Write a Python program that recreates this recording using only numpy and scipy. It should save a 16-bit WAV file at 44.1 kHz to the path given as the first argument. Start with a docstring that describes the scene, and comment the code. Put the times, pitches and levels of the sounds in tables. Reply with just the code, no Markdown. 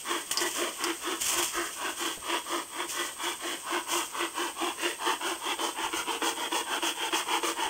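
"""Hand saw in a bamboo grove

A hand saw cuts a standing bamboo stem, four strokes a second, then nearly seven as the cut deepens.
Tooth impacts and tearing noise excite the wall, the blade and the hollow stem. Crackling noise makes
the dry leaves, short noise bursts the snapping twigs, a woody tap and soft bumps. Insects keep up a
thin high drone of narrow-band noise over faint air. All is mono, with a short echo on saw and twigs.
"""
import sys
import numpy as np
from scipy import signal
from scipy.fft import rfft, irfft, next_fast_len
from scipy.io import wavfile
from scipy.ndimage import map_coordinates

SR = 44100
rng = np.random.default_rng(int(sys.argv[2]) if len(sys.argv) > 2 else 0)


def store_wav(level_fs):
    """Save 16-bit WAV to argv[1]."""
    pcm = np.round(np.clip(np.atleast_2d(level_fs), -1, 1) * 32767)
    wavfile.write(sys.argv[1], SR, pcm.T.astype(np.int16))


N = 339129  # samples

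# Distant moving air. Each row: frequency in Hz, gain in dB.
AIR_CURVE = [(20, -13.5), (60, -0.5), (120, -6), (350, 2.5), (3200, -7.5), (3800, -9)]
# Tone of dry leaves and twigs. Each row: frequency in Hz, gain in dB.
FOLIAGE_CURVE = [(150, -12), (500, -10.5), (2200, -2.5), (3250, 7), (3780, -11.5), (4500, -4.5),
                 (6200, 3.5), (8600, 2.5), (9700, -1.5), (10500, -13), (11600, -23.5), (13000, -2.5),
                 (15700, -11)]
# Steady stir of leaves on the sawn stem. Each row: time in seconds, level in dB.
LEAF_STIR = [(0, -44), (1.85, -43.5), (2.2, -48), (2.7, -51), (4.1, -49), (5.4, -49.5), (7.69, -47)]
# Dry leaves brushing. Each row: start in seconds, length before the fade in seconds, level in dB.
LEAF_BRUSHES = [(0.373, 0.23, -35.5), (1.19, 0.27, -30.5), (1.513, 0.22, -44), (1.953, .13, -39.5),
                (2.467, 0.038, -43), (2.863, 0.18, -37.5), (3.188, 0.12, -41), (3.435, 0.12, -44),
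                (3.869, 0.12, -34.5)]
# Soft low bumps. Each row: start in seconds, level in dB.
SOFT_BUMPS = [(1.21, -58), (1.35, -55), (1.55, -53), (2.171, -57), (5.824, -53), (5.947, -53), (7.637, -55)]
# Twigs snapping. Each row: start in seconds, dry peak in dB, lift of the twig resonance in dB,
# time for the splintering to fall by 60 dB in seconds.
TWIG_SNAPS = [(0.3121, -13.5, 0, 0.12), (0.373, -10, 23, 0.072), (0.4047, -19, 11, 0.027),
              (0.8396, -13, 10.5, 0.063), (1.428, -13, -3, .015), (2.885, -36, 0, .06)]
# Saw strokes, cutting and return in turn. Each row: start in seconds, time to top speed in seconds,
# stroke level in dB before the pressing force scales it.
SAW_STROKES = [(.033, 0.084, -32.5), (.268, 0.18, -32), (.531, .088, -32.2), (.754, .115, -32),
               (.993, .11, -33.5), (1.197, 0.2, -34), (1.498, 0.081, -32.5), (1.752, 0.12, -34),
               (1.955, 0.079, -33.5), (2.197, 0.14, -30.5), (2.44, 0.095, -33), (2.681, 0.14, -34.5),
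               (2.891, 0.11, -34), (3.156, .112, -32), (3.38, 0.098, -34.5), (3.611, 0.14, -32),
               (3.844, 0.099, -31.5), (4.095, .12, -32.5), (4.323, 0.09, -32.5), (4.541, 0.11, -31.5),
               (4.756, 0.098, -30.5), (4.977, 0.12, -29), (5.187, 0.095, -31.5), (5.388, 0.12, -32.5),
               (5.566, 0.08, -31), (5.742, .105, -31.5), (5.905, 0.078, -32), (6.048, 0.077, -32.5),
               (6.196, 0.087, -30.5), (6.346, 0.089, -33.5), (6.493, 0.075, -31), (6.645, 0.11, -32),
               (6.801, 0.073, -31), (6.944, 0.12, -30.5), (7.102, 0.067, -31), (7.246, 0.11, -29),
               (7.406, 0.073, -30.5), (7.55, 0.083, -30.5)]
# The teeth dig in and chatter. Each row: time in seconds, extra impact in dB.
TOOTH_CHATTER = [(0.113, 12), (2.062, 5), (2.8, 9), (3.936, 14), (4.012, 12), (5.51, 12)]
# Tooth on stem wall. Each row: frequency in Hz, gain in dB.
RASP_CURVE = [(120, -33), (230, -15.5), (290, 1.5), (520, 0), (780, -1.5), (1200, 0.5), (2300, -2.5),
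              (3200, 3), (3500, -2.5), (3750, -17), (5000, -24), (9000, -34)]
# Wall resonances. Each row: centre in Hz, width in Hz, lift in a shallow cut in dB, lift in a deep cut in dB.
WALL_MODES = [(463, 36, -1.5, 5), (657, 14, 3, -0.5), (1407, 110, -12, 4), (1430, 280, 9, -0.5),
              (1948, 91, 8, 2), (2530, 160, -2, 0), (2975, 340, -0.5, 2), (3330, 66, 3, 5)]
# Fibres tearing. Each row: frequency in Hz, gain in dB.
TEARING_CURVE = [(2500, -55), (3800, -4), (4200, -2), (6200, 4), (7600, 1.5), (8600, 4), (9800, -3.5),
                 (10500, -19.5), (11600, -32.5), (13000, -5.5), (15700, -6.5)]
# Boom of the hollow stem. Each row: time in seconds, level in dB, added to the boom offset of the stroke.
STEM_BOOM = [(0, -4), (1.45, 0.5), (1.8, -11.5), (2.4, -2), (3.3, -9.5), (3.65, -1.5), (4.7, -3.5),
             (6.2, -10.5), (7.6, -6)]
# The cut turns from shallow to deep. 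Columns: start in seconds, end in seconds.
DEEPENING_SPAN = [3.2, 5.8]
# How the teeth bite, by direction and depth of cut. Columns: boom offset in dB, blade ring level in dB,
# hiss level in dB, swell exponent (no unit) before the stroke's haste scales it.
SHALLOW_CUT_BITE = (-2.5, -14.5, -9.5, 1.45)
DEEP_CUT_BITE = (-0.5, -12.5, -6.5, 1.7)
SHALLOW_RETURN_BITE = (-2, -9.5, -10.5, 2)
DEEP_RETURN_BITE = (-3.5, -6.5, -10.5, 1.4)

LAST_TURN_S = 7.71  # end of the last stroke
BRUSH_ATTACK_S, BRUSH_RELEASE_S = 0.029, 0.061  # linear rise, exponential fade constant
EASY_STROKE_S, EASY_TEETH_PER_S = 0.225, 354  # an unhurried stroke and its top tooth rate
# powers of the stroke's relative length: short strokes are faster and more evenly pressed
HURRY_TEETH, HURRY_SWELL = 0.72, 1.32
RING_SHALLOW_HZ, RING_DEEP_HZ = 1035, 928  # the blade's ring in mid-stroke
RING_SLIDE = 0.051  # share by which the ring starts higher and ends lower
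BITE_DB, BITE_S = 1, 0.033  # harder catch around top speed in a shallow cut: extra level, half width
BREAK_LOOSE_S = 0.024  # moment of the jerk within a deep cutting stroke
TOP_HZ = 15750  # upper band limit


def amp(db):
    """Decibels to gain."""
    return 10 ** (np.asarray(db) / 20)


def rms(x):
    """Root mean square."""
    return np.sqrt(np.mean(x ** 2) + 1e-20)


def unit(x):
    """x at rms 1."""
    return x / rms(x)


def blend(first, second, share):
    """From the first value to the second as share goes from 0 to 1."""
    return np.asarray(first) * (1 - share) + np.asarray(second) * share


def along(points, hz):
    """Read a curve of (Hz, value) points on a log frequency axis."""
    f, v = np.transpose(points)
    return np.interp(np.log(hz + 1), np.log(f), v)


def over_time(points, s):
    """Read a curve of (seconds, value) points."""
    return np.interp(s, *np.transpose(points))


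def bell(hz, centre_hz, width_hz):
    """Power shape of one resonance, 1 at its centre."""
    return 1 / (1 + (2 * (hz - centre_hz) / width_hz) ** 2)


def wobble(rate, size):
    """A smooth random curve, rate knots a second."""
    knots = rng.standard_normal(int(size * rate / SR) + 4)
    return map_coordinates(knots, [np.arange(size) * rate / SR])


def colour(x, gain_db):
    """Causal (minimum-phase) filter with a gain in dB given as a function of Hz."""
    m = 2 * next_fast_len(len(x) // 2 + SR // 10)
    gain = amp(gain_db(np.fft.rfftfreq(m, 1 / SR)))
    cepstrum = irfft(np.log(gain + 1e-6))
    # folding the cepstrum forward in time makes the phase minimal
    cepstrum[1:m // 2] *= 2
    cepstrum[m // 2 + 1:] = 0
    return irfft(rfft(x, m) * np.exp(rfft(cepstrum)), m)[:len(x)]


def resonate(x, centre_hz, width_hz):
    """One damped mode."""
    return signal.lfilter(*signal.iirpeak(centre_hz, centre_hz / width_hz, SR), x)


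def decaying_noise(t, t60):
    """Noise that falls by 60 dB in t60 seconds."""
    return rng.standard_normal(len(t)) * amp(-60 * t / t60)


def add(track, s, x):
    """Mix x into the track from time s."""
    part = track[round(s * SR):][:len(x)]
    part += x[:len(part)]


def grit(size, spread_db):
    """Noise made of tiny fractures of uneven size."""
    return unit(rng.standard_normal(size) * amp(spread_db * wobble(1500, size)))


def grove():
    """Insects drone in a narrow high band over faint moving air."""
    insect_curve = [(7200, -55), (7900, -10.5), (8350, -2), (8650, -4.5), (9100, -36)]  # Hz, dB
    drone = colour(rng.standard_normal(N), lambda hz: along(insect_curve, hz))
    air = colour(rng.standard_normal(N), lambda hz: along(AIR_CURVE, hz))
    drone_level = amp(-47.5 + 0.27 * wobble(22.0, N))
    return drone_level * unit(drone) + amp(-50) * unit(air)


def leaves():
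    """Dry leaves slide in a dense crackle: a steady stir, and brushes that rise, hold and fade."""
    t = np.arange(N) / SR
    power = amp(over_time(LEAF_STIR, t)) ** 2
    for s, length, db in LEAF_BRUSHES:
        rise = np.clip((t - s) / BRUSH_ATTACK_S, 0, 1)
        fade = np.exp(-np.maximum(t - s - length, 0) / BRUSH_RELEASE_S)
        power = power + (amp(db) * rise * fade) ** 2
    crackle = grit(N, spread_db=2) * amp(1.7 * wobble(60, N))
    return np.sqrt(power) * unit(colour(crackle, lambda hz: along(FOLIAGE_CURVE, hz)))


def bumps():
    """Dull thuds of low noise swell fast and die away in about a tenth of a second."""
    track, t = np.zeros(N), np.arange(SR // 2) / SR
    age = t / 0.019  # 1 at the peak of the swell
    thud_curve = [(20, -5), (55, 6), (180, -17), (1500, -54)]  # Hz, dB
    for s, db in SOFT_BUMPS:
        thud = colour(rng.standard_normal(len(t)), lambda hz: along(thud_curve, hz))
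        add(track, s, amp(db) * unit(thud) * age * np.exp(1 - age))
    return track


def knock():
    """One light woody tap: a decaying noise burst coloured by low wood resonances."""
    track, t = np.zeros(N), np.arange(SR // 10) / SR
    wood_curve = [(150, -2), (330, -18), (620, 0), (950, -32), (3000, -50)]  # Hz, dB
    tap = decaying_noise(t, t60=0.066)
    add(track, 2.173, amp(-53.5) * unit(colour(tap, lambda hz: along(wood_curve, hz))))
    return track


def twigs():
    """A sharp crack, then a short splintering, shaped by the twig's resonance."""
    track, t = np.zeros(N), np.arange(SR // 10) / SR
    for s, db, ring_db, t60 in TWIG_SNAPS:
        crack = amp(-60 * t / 0.0021)
        splintering = 0.33 * amp(-60 * t / t60)
        burst = rng.standard_normal(len(t)) * (crack + splintering)
        snap = colour(burst, lambda hz: along(FOLIAGE_CURVE, hz) + ring_db * bell(hz, 4800, 1500))
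        add(track, s, amp(db) * snap / np.abs(snap).max())
    return track


def stems(x, t60, wet_db):
    """The surrounding stems scatter a short, weak echo."""
    t = np.arange(SR // 2) / SR
    tail = decaying_noise(t, t60) * (1 - np.exp(-t / 0.0009))
    return x + amp(wet_db) * signal.fftconvolve(x, tail / np.linalg.norm(tail))[:N]


def cut_depth(s):
    """0 while the cut is shallow, 1 once it is deep."""
    return np.interp(s, DEEPENING_SPAN, [0, 1])


def manner(length, depth, cutting):
    """A stroke's bite follows from its direction, its haste and the depth of the cut."""
    if cutting:
        shallow, deep = SHALLOW_CUT_BITE, DEEP_CUT_BITE
    else:
        shallow, deep = SHALLOW_RETURN_BITE, DEEP_RETURN_BITE
    boom_db, ring_db, hiss_db, swell = blend(shallow, deep, depth ** 2.4)
    ease = length / EASY_STROKE_S
    top_rate = EASY_TEETH_PER_S / min(ease, 1) ** HURRY_TEETH
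    return swell * ease ** HURRY_SWELL, top_rate, boom_db, ring_db, hiss_db


def teeth(rate, jitter, spread_db):
    """Tooth impacts at a changing rate, and the share of each tooth's passage that has gone by."""
    phase = np.cumsum(rate * (1 + jitter * wobble(200, len(rate)))) / SR
    strikes = np.diff(np.floor(phase), prepend=0)
    return unit(strikes * amp(spread_db * rng.standard_normal(len(rate)))), phase % 1


def wall_rasp(drive, depth, ring_hz):
    """The stem wall answers the teeth with resonances that change as the cut deepens."""
    def wall_db(hz):
        gain = along(RASP_CURVE, hz) + 4 * bell(hz, ring_hz, 320)
        for centre, width, shallow, deep in WALL_MODES:
            gain = gain + (shallow + depth * (deep - shallow)) * bell(hz, centre, width)
        return gain
    return colour(ringing(drive, t60=0.028, share=0.63), wall_db)


def ringing(x, t60, share):
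    """Many close, quickly dying modes; they differ with every new position of the blade."""
    t = np.arange(SR // 12) / SR
    tail = decaying_noise(t, t60)
    return x + share * signal.fftconvolve(x, tail / np.linalg.norm(tail))[:len(x)]


def blade_ring(drive, progress, ring_hz):
    """The blade rings through two damped modes, fading from the higher tuning to the lower."""
    def tuned(hz):
        return resonate(resonate(drive, hz, 111), hz, 580)
    early = tuned(ring_hz * (1 + RING_SLIDE))
    late = tuned(ring_hz * (1 - RING_SLIDE))
    return blend(early, late, np.minimum(progress, 1))


def stem_boom(drive):
    """The hollow stem booms whenever the tooth rate, or a multiple of it, meets its resonance."""
    return resonate(resonate(drive, 340.7, 23), 388, 160)


def fibre_hiss(drive, depth):
    """Tearing fibres hiss in the treble, with a narrow peak that grows with depth."""
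    return colour(drive, lambda hz: along(TEARING_CURVE, hz) + 5 * depth * bell(hz, 6330, 160))


def stroke(start, length, rise, cutting):
    """One pass of the blade: it speeds up from rest and stops again, and every tooth bites in turn."""
    t = np.arange(int((length + 0.06) * SR)) / SR  # with room for the ring-out
    depth = cut_depth(start)
    swell, top_rate, boom_db, ring_db, hiss_db = manner(length, depth, cutting)
    ring_hz = blend(RING_SHALLOW_HZ, RING_DEEP_HZ, depth)
    speed = np.abs(np.sin(np.interp(t, [0, min(rise, length), length], [0, np.pi / 2, np.pi])))

    # in a deep kerf the blade drags for a moment; a cutting stroke then breaks loose with a jerk
    loose = t - BREAK_LOOSE_S
    jerk = 0.83 * depth ** 3 * cutting * (loose > 0) * np.exp(-np.abs(loose) / 0.018)
    held = 1 - 0.12 * depth ** 2 * (loose < 0)
    catch_db = BITE_DB * (1 - depth ** 2) * np.exp(-((t - rise) / BITE_S) ** 2)
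    pressure = speed ** swell + jerk + 0.02 * (t < length)
    force = held * pressure * amp(catch_db + 1.22 * wobble(44.7, len(t)))

    tooth_rate = top_rate * np.maximum(speed, jerk) ** 0.9
    impacts, passage = teeth(tooth_rate, jitter=0.025, spread_db=4.5)
    dig_db = sum(db * np.exp(-((start + t - s) / 0.0076) ** 2) for s, db in TOOTH_CHATTER)
    # fibres tear most just after each bite
    tearing = unit(grit(len(t), spread_db=2.0) * (np.exp(-passage / 1.5) + 0.54))
    bites = 0.36 * amp(dig_db) * impacts + tearing

    rasp = wall_rasp(force * bites, depth, ring_hz)
    # the blade rings even under a light touch, which eases by 9 dB along the stroke
    touch = held * speed * amp(-9 * t / length)
    ring = blade_ring(touch * bites, t / length, ring_hz)
    # a shallow cut passes on only the fastest part of the stroke
    push = force ** 1.66 * (speed + 0.01) ** (0.61 * (1 - depth))
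    boom = stem_boom(push * (impacts + 0.19 * tearing))
    hiss = fibre_hiss(speed ** 1.64 * tearing, depth)

    boom_db = boom_db + over_time(STEM_BOOM, start)
    layers = [(rasp, -0.8), (ring, ring_db), (boom, boom_db), (hiss, hiss_db)]
    return rms(force) * sum(amp(db) * unit(layer) for layer, db in layers)


def saw():
    """Cutting strokes and return strokes alternate without a pause."""
    track = np.zeros(N)
    turns = [row[0] for row in SAW_STROKES] + [LAST_TURN_S]
    for k, (s, rise, db) in enumerate(SAW_STROKES):
        one_pass = stroke(s, turns[k + 1] - s, rise, cutting=k % 2 == 0)
        add(track, s, amp(db) * one_pass)
    return track


def scene():
    """Everything reaches one microphone, heard alike in both channels; saw and twigs echo."""
    close = stems(saw() + twigs(), t60=0.31, wet_db=-11)
    mono = close + leaves() + bumps() + knock() + grove()
    return np.array([mono, mono])


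def record(dry):
    """A steep low-pass removes everything from the band limit up."""
    m = next_fast_len(N + SR // 10)
    passed = np.fft.rfftfreq(m, 1 / SR) < TOP_HZ
    return irfft(rfft(dry, m) * passed, m)[:, :N]


dry = scene()
out = record(dry)
store_wav(out)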